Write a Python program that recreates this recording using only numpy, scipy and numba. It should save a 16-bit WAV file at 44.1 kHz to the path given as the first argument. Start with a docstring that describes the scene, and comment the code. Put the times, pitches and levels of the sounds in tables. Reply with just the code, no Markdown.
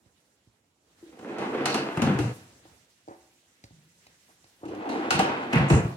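"""Quiet room air with a thin high whine and faint knocks, then two large wooden drawers are pushed shut.
Place: a tiled room, the hand-held phone close to the drawers, its two microphone ports left and right.
Filtered noise makes the air; soft pushes into resonances make knocks and steps, with echoes from the walls.
Noise grains on steel ball runners ring rails and boards as a rumble, and runner sections catch with clacks;
taps, bumps and landings are decaying, mostly low sine notes; loose runner parts chatter in bands of noise."""
import sys
import numpy as np
from scipy import signal
from scipy.io import wavfile
from scipy.ndimage import uniform_filter1d
from numba import njit

SR = 44100
rng = np.random.default_rng(int(sys.argv[2]) if len(sys.argv) > 2 else 0)


def volts_from_decibels(level):
    """Turn decibel levels (scalar or array-like) into linear amplitude factors."""
    exponent = np.asarray(level, float) / 20
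    return 10 ** exponent


def unload_wav(signal):
    """Save mono or channel-first audio to the path in sys.argv[1] as 16-bit WAV at rate SR, clipped to [-1, 1]."""
    wavfile.write(
        sys.argv[1],
        SR,
        np.round(np.clip(np.atleast_2d(signal).T, -1, 1) * 32767).astype(np.int16),
    )


N = 263125
T = np.arange(N) / SR
SIDES = np.array([[1], [-1]])  # left, right


def curves(table):
    """Columns of a table that starts with seconds, one value a sample."""
    s, *columns = np.transpose(table)
    return [np.interp(T, s, c) for c in columns]


def unit(x):
    """Scale to rms 1."""
    return x / np.sqrt(np.mean(x ** 2))


def walk(rate):
    """Random levels held 1 / rate s and slewed twice, rms 1."""
    k = int(SR / rate)
    held = np.repeat(rng.standard_normal(N // k + 1), k)
    slewed = uniform_filter1d(uniform_filter1d(held, k), k)
    return unit(slewed[:N])


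def grains(per_s, spread_db):
    """Ticks of uneven size at random times: balls running over grit, loose parts chattering."""
    sizes = volts_from_decibels(spread_db * rng.exponential(size=N)) * rng.standard_normal(N)
    return unit(sizes * (rng.random(N) < per_s / SR))


def ring(x, modes, lo_hz, hi_hz):
    """Modes struck by x, scaled by their noise power, then heard only in the band where the part radiates."""
    out, power = 0, 0
    for hz, width, db in modes:
        b, a = signal.iirpeak(hz, hz / width, fs=SR)
        out = out + volts_from_decibels(db) * signal.lfilter(b, a, x)
        power += volts_from_decibels(2 * db) * np.pi * width / SR
    band = signal.butter(2, [lo_hz, hi_hz], "bandpass", fs=SR, output="sos")
    return signal.sosfilt(band, out) / np.sqrt(power)


# Spectrum of the air. Each row: frequency in Hz, relative level in dB per Hz.
AIR_SPECTRUM = [(50, -12), (70, 8), (130, 4.5), (250, 4.5), (500, 0), (1000, -6), (2000, -13.5),
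                (3500, -13), (5000, -16), (7500, -10.5), (11000, -27.5), (16000, -29.5)]
# Room air and rustle of clothes. Each row: time in seconds, level in dB, treble lift in dB,
# left minus right in dB.
RUSTLE_COURSE = [(0, -67, -0.5, -4), (.25, -71, 6.5, -2), (.8, -69, 1, -2), (1, -63, 4.5, -1),
                 (2.3, -57, 8.5, -3), (2.6, -61.5, 4, 1.5), (2.72, -60, 4, -3), (2.95, -69, 9, -1),
                 (3.15, -67, 9, -1), (3.58, -69, 9, -1), (3.8, -68, 9, -1), (4.08, -66, 10, -1),
                 (4.17, -69, 9, -1), (4.3, -66, 10, -1), (4.4, -68, 9, -1), (4.47, -65, 9, -1),
                 (4.58, -68, 8, 0), (4.66, -59.5, 0, 0.5), (5.97, -42, -7.5, -2)]


def air():
    """Noise bands half an octave apart flicker together and alone, more alike left and right in the bass."""
    level_db, lift_db, pan_db = curves(RUSTLE_COURSE)
    hz_at, db_at = np.transpose(AIR_SPECTRUM)
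    out, swell = 0, walk(5.74)
    for hz in 50 * 2 ** np.arange(0, 8.4, .5):
        band = signal.butter(2, [hz * 2 ** -.25, hz * 2 ** 0.4], "bandpass", fs=SR, output="sos")
        mid, side = signal.sosfilt(band, rng.standard_normal((2, N)))
        treble = np.clip(np.log2(hz / 1300) / 0.31, 0, 1)
        db = np.interp(np.log(hz), np.log(hz_at), db_at) + treble * lift_db
        db = db + 0.9 * swell + 2.0 * walk(36)
        out = out + volts_from_decibels(db) * (mid + min(hz / 900, 1) * side * SIDES)
    # the first second sets the reference level
    return out / np.std(out[:, :SR]) * volts_from_decibels(level_db + SIDES * pan_db / 2)


def whine():
    """A thin, high, wavering sine tone that fades out."""
    hz, db = 7140, -87.5
    fade_from_s, fade_s = 1, 0.11
    fade = np.clip((fade_from_s - T) / fade_s + 1, 0, 1)
    return fade * volts_from_decibels(db + 2.7 * walk(16)) * np.sin(2 * np.pi * hz * T)


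def hum():
    """A low ring after a step: noise in one narrow resonance that rises fast and dies away."""
    hz, width_hz, db = 158, 14, -56.5
    start_s, rise_s, t60_s = 3.72, 0.012, 1
    since = np.maximum(T - start_s, 0)
    shape = (1 - np.exp(-since / rise_s)) * volts_from_decibels(db - 60 * since / t60_s)
    return shape * ring(rng.standard_normal(N), [(hz, width_hz, -3)], 100, 260)


# Fingers on a front, steps and ticks. Each row: start in seconds, then relative levels of tick, thud
# and hollow note in dB, length of the push in ms.
KNOCK_EVENTS = [(0.059, -76, -62, -73, 2.9), (0.4706, -83, -58, -81, 3), (1.0272, -80, -66, -69, 3.4),
                (2.653, -78, -72, -58.5, 1.87), (3.0775, -79, -68, -50.5, 1.75),
                (3.084, -64, -54, -48, 1.57), (3.109, -80, -84, -46, 2.2), (3.6394, -51, -49, -62, 1.56),
                (3.707, -91, -53, -71.5, 1.36), (4.0671, -57, -64, -71.5, 0.76), (4.28, -81, -78, -57, 5.9),
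                (4.4423, -64.5, -64, -72, 1.1), (4.612, -84, -75, -56, 3.8), (4.6318, -74, -50, -40.5, 2.3)]
# Resonances of floor, drawer front and tick. Each row: frequency in Hz, width in Hz, relative level in dB.
FLOOR_MODES = [(65.5, 20, 2), (109, 28, 4.5), (158, 16, -11), (254, 100, -5)]
FRONT_MODES = [(340, 28, 3), (441, 50, -3), (556.6, 26, 4), (650, 60, -4), (760, 110, 3), (888, 100, -3),
               (1100, 200, -15), (1590, 50, -12)]
TICK_MODES = [(1500, 700, 8), (2340, 660, 26.5), (4040, 780, 24), (4630, 560, 27), (7040, 2000, -16),
              (11100, 4000, -50)]


def knocks():
    """Single pushes: a thud in the floor, a hollow note of a drawer front, a dry tick."""
    settle_db, settle_s = 3, 0.012
    floor, front, tick = np.zeros((3, N))
    for s, tick_db, thud_db, note_db, push_ms in KNOCK_EVENTS:
        i = int(s * SR)
        # a longer, softer push wakes only the low modes
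        push = np.hanning(int(push_ms * SR / 1000) + 2)
        push /= push.sum()
        floor[i:i + len(push)] = volts_from_decibels(thud_db + 30) * push
        front[i:i + len(push)] = volts_from_decibels(note_db + 40) * push
        # noise swells and fades as the front settles
        t = T[:SR // 8]
        settle = t / settle_s * np.exp(-t / settle_s) * rng.standard_normal(len(t))
        front[i:i + len(t)] += volts_from_decibels(note_db + settle_db) * settle
        t = T[:SR // 50]
        tick[i:i + len(t)] = volts_from_decibels(tick_db + 6.5) * rng.standard_normal(len(t)) * np.exp(-t / 0.0045)
    thud, note = ring(floor, FLOOR_MODES, 67, 380), ring(front, FRONT_MODES, 230, 1800)
    return thud + note + ring(tick, TICK_MODES, 800, 13000)


# Wooden notes: the tap at the first push, bumps on the way, boards landing. Each row: start in seconds,
# level before rise and pan in dB, starting note in Hz, time to fall 60 dB in seconds.
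WOOD_NOTES = [(1.027, -39.5, 342, 0.11), (1.036, -42, 342, 0.044), (1.064, -43.5, 335, 0.1),
              (1.092, -46, 343, 0.079), (1.748, -17, 240, 0.07), (1.975, -12, 170, 0.043),
              (1.995, -14, 302, 0.045), (2.023, -12, 240, 0.093), (2.045, -19, 152, 0.19),
              (2.07, -11.5, 229, 0.076), (2.099, -19.5, 192.3, 0.23), (2.149, -19, 133, 0.21),
              (2.188, -21.5, 305, 0.17), (2.197, -22, 122.5, 0.44), (2.199, -19.5, 384, 0.065),
              (2.249, -21.5, 123.5, 0.22), (4.655, -29, 315.6, 0.2), (4.687, -32, 327, 0.13),
              (4.776, -30, 318, 0.2), (4.899, -21.5, 304, 0.083), (4.995, -23, 315, 0.16),
              (5.108, -20, 1450, 0.11), (5.143, -21.5, 149, 0.12), (5.191, -13, 195, 0.054),
              (5.197, -12.5, 787, 0.088), (5.533, -17.5, 248, 0.13), (5.558, -9.5, 168, 0.13),
              (5.605, -3.5, 163, 0.029), (5.627, -20.5, 188, 0.12), (5.661, -23, 140, 0.13),
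              (5.702, -16.5, 344.3, 0.27), (5.707, -9.5, 149.7, 0.12), (5.716, -18.5, 258, 0.074),
              (5.727, -4, 90, 0.097), (5.737, -13.5, 131.7, 0.56), (5.763, -12, 130.7, 0.36),
              (5.848, -13, 119.5, 0.079)]


def thuds():
    """Each tap, bump or landing rings one wooden note, mostly low, that swells quickly and sinks a little."""
    rise_cycles, sag, pan_db = 0.38, 0.045, 2.5
    out, t = np.zeros((2, N)), T[:SR // 3]
    pans = rng.uniform(-0.65, 1, len(WOOD_NOTES))  # positive is left
    for (s, db, hz, t60), pan in zip(WOOD_NOTES, pans):
        i = int(s * SR)
        turns = hz * (t - sag * t ** 2 / t60)
        swell = 1 - np.exp(-t * hz / rise_cycles)
        note = volts_from_decibels(db - 60 * t / t60) * swell * np.sin(2 * np.pi * turns)
        out[:, i:i + len(t)] += volts_from_decibels(pan_db * pan * SIDES) * note[:N - i]
    return out


# Loose runner parts chatter around the blows and during the roll. 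Each row: start in seconds,
# hold in seconds, relative level in dB, centre in Hz, width in Hz.
CHATTER = [(1.651, .08, -43, 4300, 1090), (1.728, 0.078, -46.5, 4460, 1090),
           (4.634, 0.024, -52.5, 704, 350), (4.684, 0.084, -51, 730, 398), (4.798, 0.043, -42.5, 795, 250),
           (4.845, 0.11, -40, 770, 250), (4.888, 0.035, -49, 4100, 710), (5.001, .05, -39.5, 790, 249),
           (5.114, 0.072, -43, 3900, 1600), (5.19, 0.036, -51, 3570, 1600),
           (5.526, 0.056, -31.5, 2260, 895), (5.64, 0.051, -46, 2100, 696),
           (5.681, 0.094, -41.5, 7300, 2230)]


def rattles():
    """Dense uneven ticks in a band rise, hold and die away; part of them differs left and right."""
    rise_s, t60_s = 0.00577, 0.11
    out, t = np.zeros((2, N)), T[:SR // 3]
    ticks = np.array([grains(2200, 1.8) for _ in range(2)])  # ticks per second, spread in dB
    for s, hold, db, hz, width in CHATTER:
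        i = int(s * SR)
        fall = volts_from_decibels(db - 60 * np.maximum(t - hold, 0) / t60_s)
        shape = fall * (1 - np.exp(-t / rise_s))
        sos = signal.butter(2, [hz - width / 2, hz + width / 2], "bandpass", fs=SR, output="sos")
        mid, side = unit(signal.sosfilt(sos, ticks[:, i:i + len(t)]))
        out[:, i:i + len(t)] += shape[:N - i] * (mid + 0.69 * side * SIDES)
    return out


# How hard each drawer rolls, one list a drawer from first push to stop. Each row: time in seconds,
# push level in dB, lift of rails and balls in dB.
ROLL_COURSES = [
    [(1.04, -63, -7), (1.12, -57.5, 3), (1.22, -46, 0.5), (1.3, -35, -3.5), (1.36, -35, -1), (1.43, -34, 3),
     (1.5, -36, -2), (1.6, -31.5, -2), (1.7, -33, -1.5), (1.8, -33, -2), (1.93, -38, -0.5),
     (2.03, -30.5, -3), (2.2, -35.5, -1.5)],
    [(4.64, -48.5, -7), (4.72, -39.5, -2), (4.8, -42, 4), (4.84, -43, 6), (4.9, -36, 0), (5.0, -34.5, 3),
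     (5.1, -33.5, 0.5), (5.2, -35, -3.5), (5.3, -34, 4), (5.4, -35.5, 3.5), (5.5, -36, -2), (5.55, -36, 12),
     (5.72, -38.5, 2)],
]
# Settings of the four parts. Each row: carcass, boards, rails, balls.
# Level in dB with the drawer far out.
FAR_OUT_DB = (-8, -1, -7.5, -25)
# Gain in dB as the drawer travels home into the carcass.
HOME_GAIN_DB = (10, -2.5, 3.5, -10.5)
# Gain in dB per dB of push: the carcass swells most.
PUSH_SLOPE = (2.6, 1.04, 1.34, 1.45)


def rolling():
    """Balls run over grit and shake each part, louder with push, the carcass most of all; the level flickers."""
    full_roll_db, fade_s = -30.5, 0.022
    level = np.zeros((4, N))
    for course in ROLL_COURSES:
        start, stop = course[0][0], course[-1][0]
        fade = np.clip(np.minimum(T - start, stop - T) / fade_s, 0, 1)
        travel = np.clip((T - start) / (stop - start), 0, 1)
        push_db, lift_db = curves(course)
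        db = full_roll_db + np.outer(PUSH_SLOPE, push_db - full_roll_db)
        db += np.outer((0, 0, 1, 1), lift_db)
        db += np.array(FAR_OUT_DB)[:, None] + np.outer(HOME_GAIN_DB, travel)
        level += fade * volts_from_decibels(db)
    noise = np.array([grains(5000, 2) for _ in range(2)])  # grains per second, spread in dB
    force = (level * volts_from_decibels(1.3 * walk(45)))[:, None] * noise
    # rolling contact is soft, so it lacks the top that a steel clack has
    force[3] = signal.sosfilt(signal.butter(2, 3670, fs=SR, output="sos"), force[3])
    # rolling balls are too light to move the wood in the deep bass
    force[:2] = signal.sosfilt(signal.butter(2, 132, "high", fs=SR, output="sos"), force[:2])
    return force


# Blows. Each row: start in seconds, then relative levels of steel, boards and carcass in dB, base time
# in seconds for the rattle to fall 60 dB.
BLOW_EVENTS = [(1.125, -64, -49.5, -67, 0.092), (1.19, -47, -58, -45.5, 0.071),
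               (1.3833, -37.5, -36.5, -42.5, 0.38), (1.656, -15.5, -53, -52, 0.064),
               (1.698, -29, -36, -44, 0.21), (1.7427, -20.5, -25, -38, 0.096),
               (1.9717, -31, -24, -21, 0.046), (2.0189, -23, -31, -16, 0.12),
               (2.0892, -44, -30.5, -27, 0.15), (2.14, -42, -50, -32, 0.057),
               (2.188, -27.5, -30, -21.5, 0.18), (4.653, -43.5, -63, -41, 0.071),
               (4.6816, -45.5, -61, -36, 0.16), (4.7489, -44, -45, -57, 0.034),
               (4.853, -51, -35, -59, 0.076), (4.8905, -36, -33.5, -72, 0.39),
               (5.1054, -13, -33, -30, 0.095), (5.1483, -33, -36, -20, 0.066),
               (5.1905, -15, -32, -36, 0.065), (5.199, -35, -18, -25, 0.055),
               (5.5299, -23.5, -21.5, -10.5, 0.041), (5.5555, -30, -19, -7, 0.041),
               (5.579, -33.5, -28.5, -36, 0.12), (5.6084, -53, -26, -16, 0.08), (5.7, -20, -16, -8, 0.13),
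               (5.7399, -27.5, -21.5, -12, 0.037)]
# Settings of the four parts. Each row: carcass, boards, rails, balls.
# How well each part passes a blow to the air, in dB.
PASS_DB = (-2, -3.5, -9.5, -14.5)
# How many times the base time each part shakes.
SHAKE_TIMES = (2.2, 3.1, 3.37, 2.17)
# Time constant of the rise in seconds: the big parts move late.
RISE_S = (0.0071, 0.0062, 0.0017, 0.00032)
# Extra level of the first contact in dB.
CONTACT_DB = (3.4, 1.5, 8.3, 1.6)
# What the rails take of a blow, in dB. Row: from the steel, from the boards.
RAILS_TAKE_DB = (-5.5, -5)


def add_blows(force):
    """Each blow is noise: a hard first contact, then a rattle that dies away at each part's own pace."""
    contact_s = 0.0046
    t = T[:SR // 3]
    rise = 1 - np.exp(-t / np.array(RISE_S)[:, None])
    contact = volts_from_decibels(CONTACT_DB)[:, None] * np.exp(-t / contact_s)
    for s, steel_db, boards_db, carcass_db, t60 in BLOW_EVENTS:
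        i = int(s * SR)
        from_steel, from_boards = volts_from_decibels(np.add((steel_db, boards_db), RAILS_TAKE_DB))
        rails_db = 20 * np.log10(np.hypot(from_steel, from_boards))
        db = np.array([carcass_db, boards_db, rails_db, steel_db]) + PASS_DB
        rattle = volts_from_decibels(-60 * t / (t60 * np.array(SHAKE_TIMES)[:, None]))
        shape = volts_from_decibels(db)[:, None] * (rattle + contact) * rise
        blow = shape[:, None] * rng.standard_normal((2, len(t)))
        force[..., i:i + len(t)] += blow[..., :N - i]


# What each part rings with. Each row: frequency in Hz, width in Hz, relative level in dB.
CARCASS_MODES = [(70, 12, -17), (102.5, 5, -7.5), (139.4, 8.8, 1.5), (196.4, 43, -2.5)]
BOARD_MODES = [(240, 58, -5.5), (290.3, 69, 3), (336.6, 36, 5), (413, 80, 1.5), (458, 63, -0.5),
               (513, 54, -10)]
RAIL_MODES = [(690, 45, -3.5), (782, 81, 5), (901, 132, 1), (1112, 394, -0.5), (1310, 30, -4.5),
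              (1450, 100, -7), (1625, 176, -10.5), (1970, 240, -11.5), (2427, 220, -10)]
BALL_MODES = [(2776, 180, 13), (3040, 260, 13), (3450, 280, 5.5), (3965, 540, 6.5), (4314, 61, 7.5),
              (4820, 420, 0.5), (5740, 1400, 2), (7380, 2000, -11), (8450, 1400, -10), (12700, 2500, -19.5)]
# Where carcass, boards, rails and balls radiate. Each row: lower edge in Hz, upper edge in Hz.
RADIATION_BANDS = ((50, 184), (180, 466), (500, 3240), (2200, 11100))
# Share that differs left and right. Row: carcass, boards, rails, balls.
SIDE_SHARE = (0.1, 0.12, 0.53, 0.73)


def drawers():
    """Rolling and blows ring carcass, boards, rails and balls; wood moves as one body, steel sounds wider."""
    force = rolling()
    add_blows(force)
    out = rattles()
    parts = (CARCASS_MODES, BOARD_MODES, RAIL_MODES, BALL_MODES)
    for (mid, side), modes, band, share in zip(force, parts, RADIATION_BANDS, SIDE_SHARE):
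        out = out + ring(mid + share * side * SIDES, modes, *band)
    return out


@njit
def walls(x, lags, gain, damp, drift, turn):
    """Eight delay lines feed each other, duller each round; lengths drift slowly, so no fixed tone rings on."""
    line, soft, out = np.zeros((8, 4096)), np.zeros(8), np.zeros((2, len(x)))
    for i in range(len(x)):
        total = 0.
        for k in range(8):
            late = lags[k] + drift * np.sin(turn * (1 + k / 5) * i + k)
            j = int(late)
            part = late - j
            echo = (1 - part) * line[k, (i - j) & 4095] + part * line[k, (i - j - 1) & 4095]
            soft[k] += (1 - damp) * (gain[k] * echo - soft[k])
            total += soft[k]
            out[k % 2, i] += soft[k]
        for k in range(8):
            line[k, i & 4095] = x[i] + soft[k] - total / 4
    return out


def room(slide, notes, taps, drop_db):
    """Tiled walls answer, wide in the treble, alike and weaker in the bass."""
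    t60_s, damp = 0.55, 0.34  # t60 before the damping
    drift_ms, drift_hz = 0.35, 1.3  # of the first line; the others drift faster
    lags = np.array([601, 787, 953, 1171, 1367, 1583, 1831, 2069])  # samples
    gain = volts_from_decibels(-60 * lags / SR / t60_s)
    motion = drift_ms * SR / 1000, 2 * np.pi * drift_hz / SR
    # wooden notes and knocks reach the walls more weakly than the rolling; the left signal feeds them
    closing = slide[0] + volts_from_decibels(-6.5) * notes[0]
    wet = volts_from_decibels(drop_db) * walls(closing, lags, gain, damp, *motion)
    wet = wet + volts_from_decibels(-6) * walls(taps, lags, gain, damp, *motion)
    mid, side = (wet[0] + wet[1]) / 2, (wet[0] - wet[1]) / 2
    side = signal.sosfilt(signal.butter(2, 840, "high", fs=SR, output="sos"), side)
    mid = signal.sosfilt(signal.butter(1, 170, "high", fs=SR, output="sos"), mid)
    return volts_from_decibels(-6) * (0.71 * mid + side * SIDES)


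# The tail after each closing drops away. Each row: start in seconds, depth in dB before the return.
TAIL_DROPS = [(2.315, -7.5), (5.797, -1), (5.87, -1), (5.94, -46)]
# Where the sound stands. Each row: time in seconds, left minus right in dB, left lag in ms.
STEREO_PLACE = [(0, -5.5, -0.14), (2.2, 1, -0.085), (3, -1.5, -0.39), (5.97, 0, -0.2)]


def scene():
    """Direct sound reaches the two ports a little apart, over the echoes of the room and its air."""
    slide, notes, taps = drawers(), thuds(), knocks() + hum()
    drop_s, return_s = 0.03, 1
    drop_db = 0
    for s, db in TAIL_DROPS:
        drop_db = drop_db + db * np.clip((T - s) / drop_s, 0, 1) * np.exp(-np.maximum(T - s, 0) / return_s)
    near = (slide + notes) * volts_from_decibels(drop_db) + taps
    pan_db, lag_ms = curves(STEREO_PLACE)
    direct = np.array([np.interp(T - side * lag_ms / 2000, T, x) for side, x in zip((1, -1), near)])
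    placed = (direct + room(slide, notes, taps, drop_db)) * volts_from_decibels(SIDES * pan_db / 2)
    ports = placed + air() + whine()
    # around 8 kHz the left port is shaded and the right slightly lifted
    b, a = signal.iirpeak(8000, 1.5, fs=SR)
    return ports - np.array([[.4], [-.1]]) * signal.lfilter(b, a, ports)


def top_cut(x):
    """Nothing passes above the cut-off."""
    return signal.sosfilt(signal.butter(12, 16480, fs=SR, output="sos"), x)


def record(dry):
    """The phone drops the deepest bass and rounds the loudest peaks."""
    x = signal.sosfilt(signal.butter(4, 55, "high", fs=SR, output="sos"), dry)
    rounded = np.tanh(1.446 * x) / 1.353
    return top_cut(rounded)


dry = scene()
out = record(dry)
unload_wav(out)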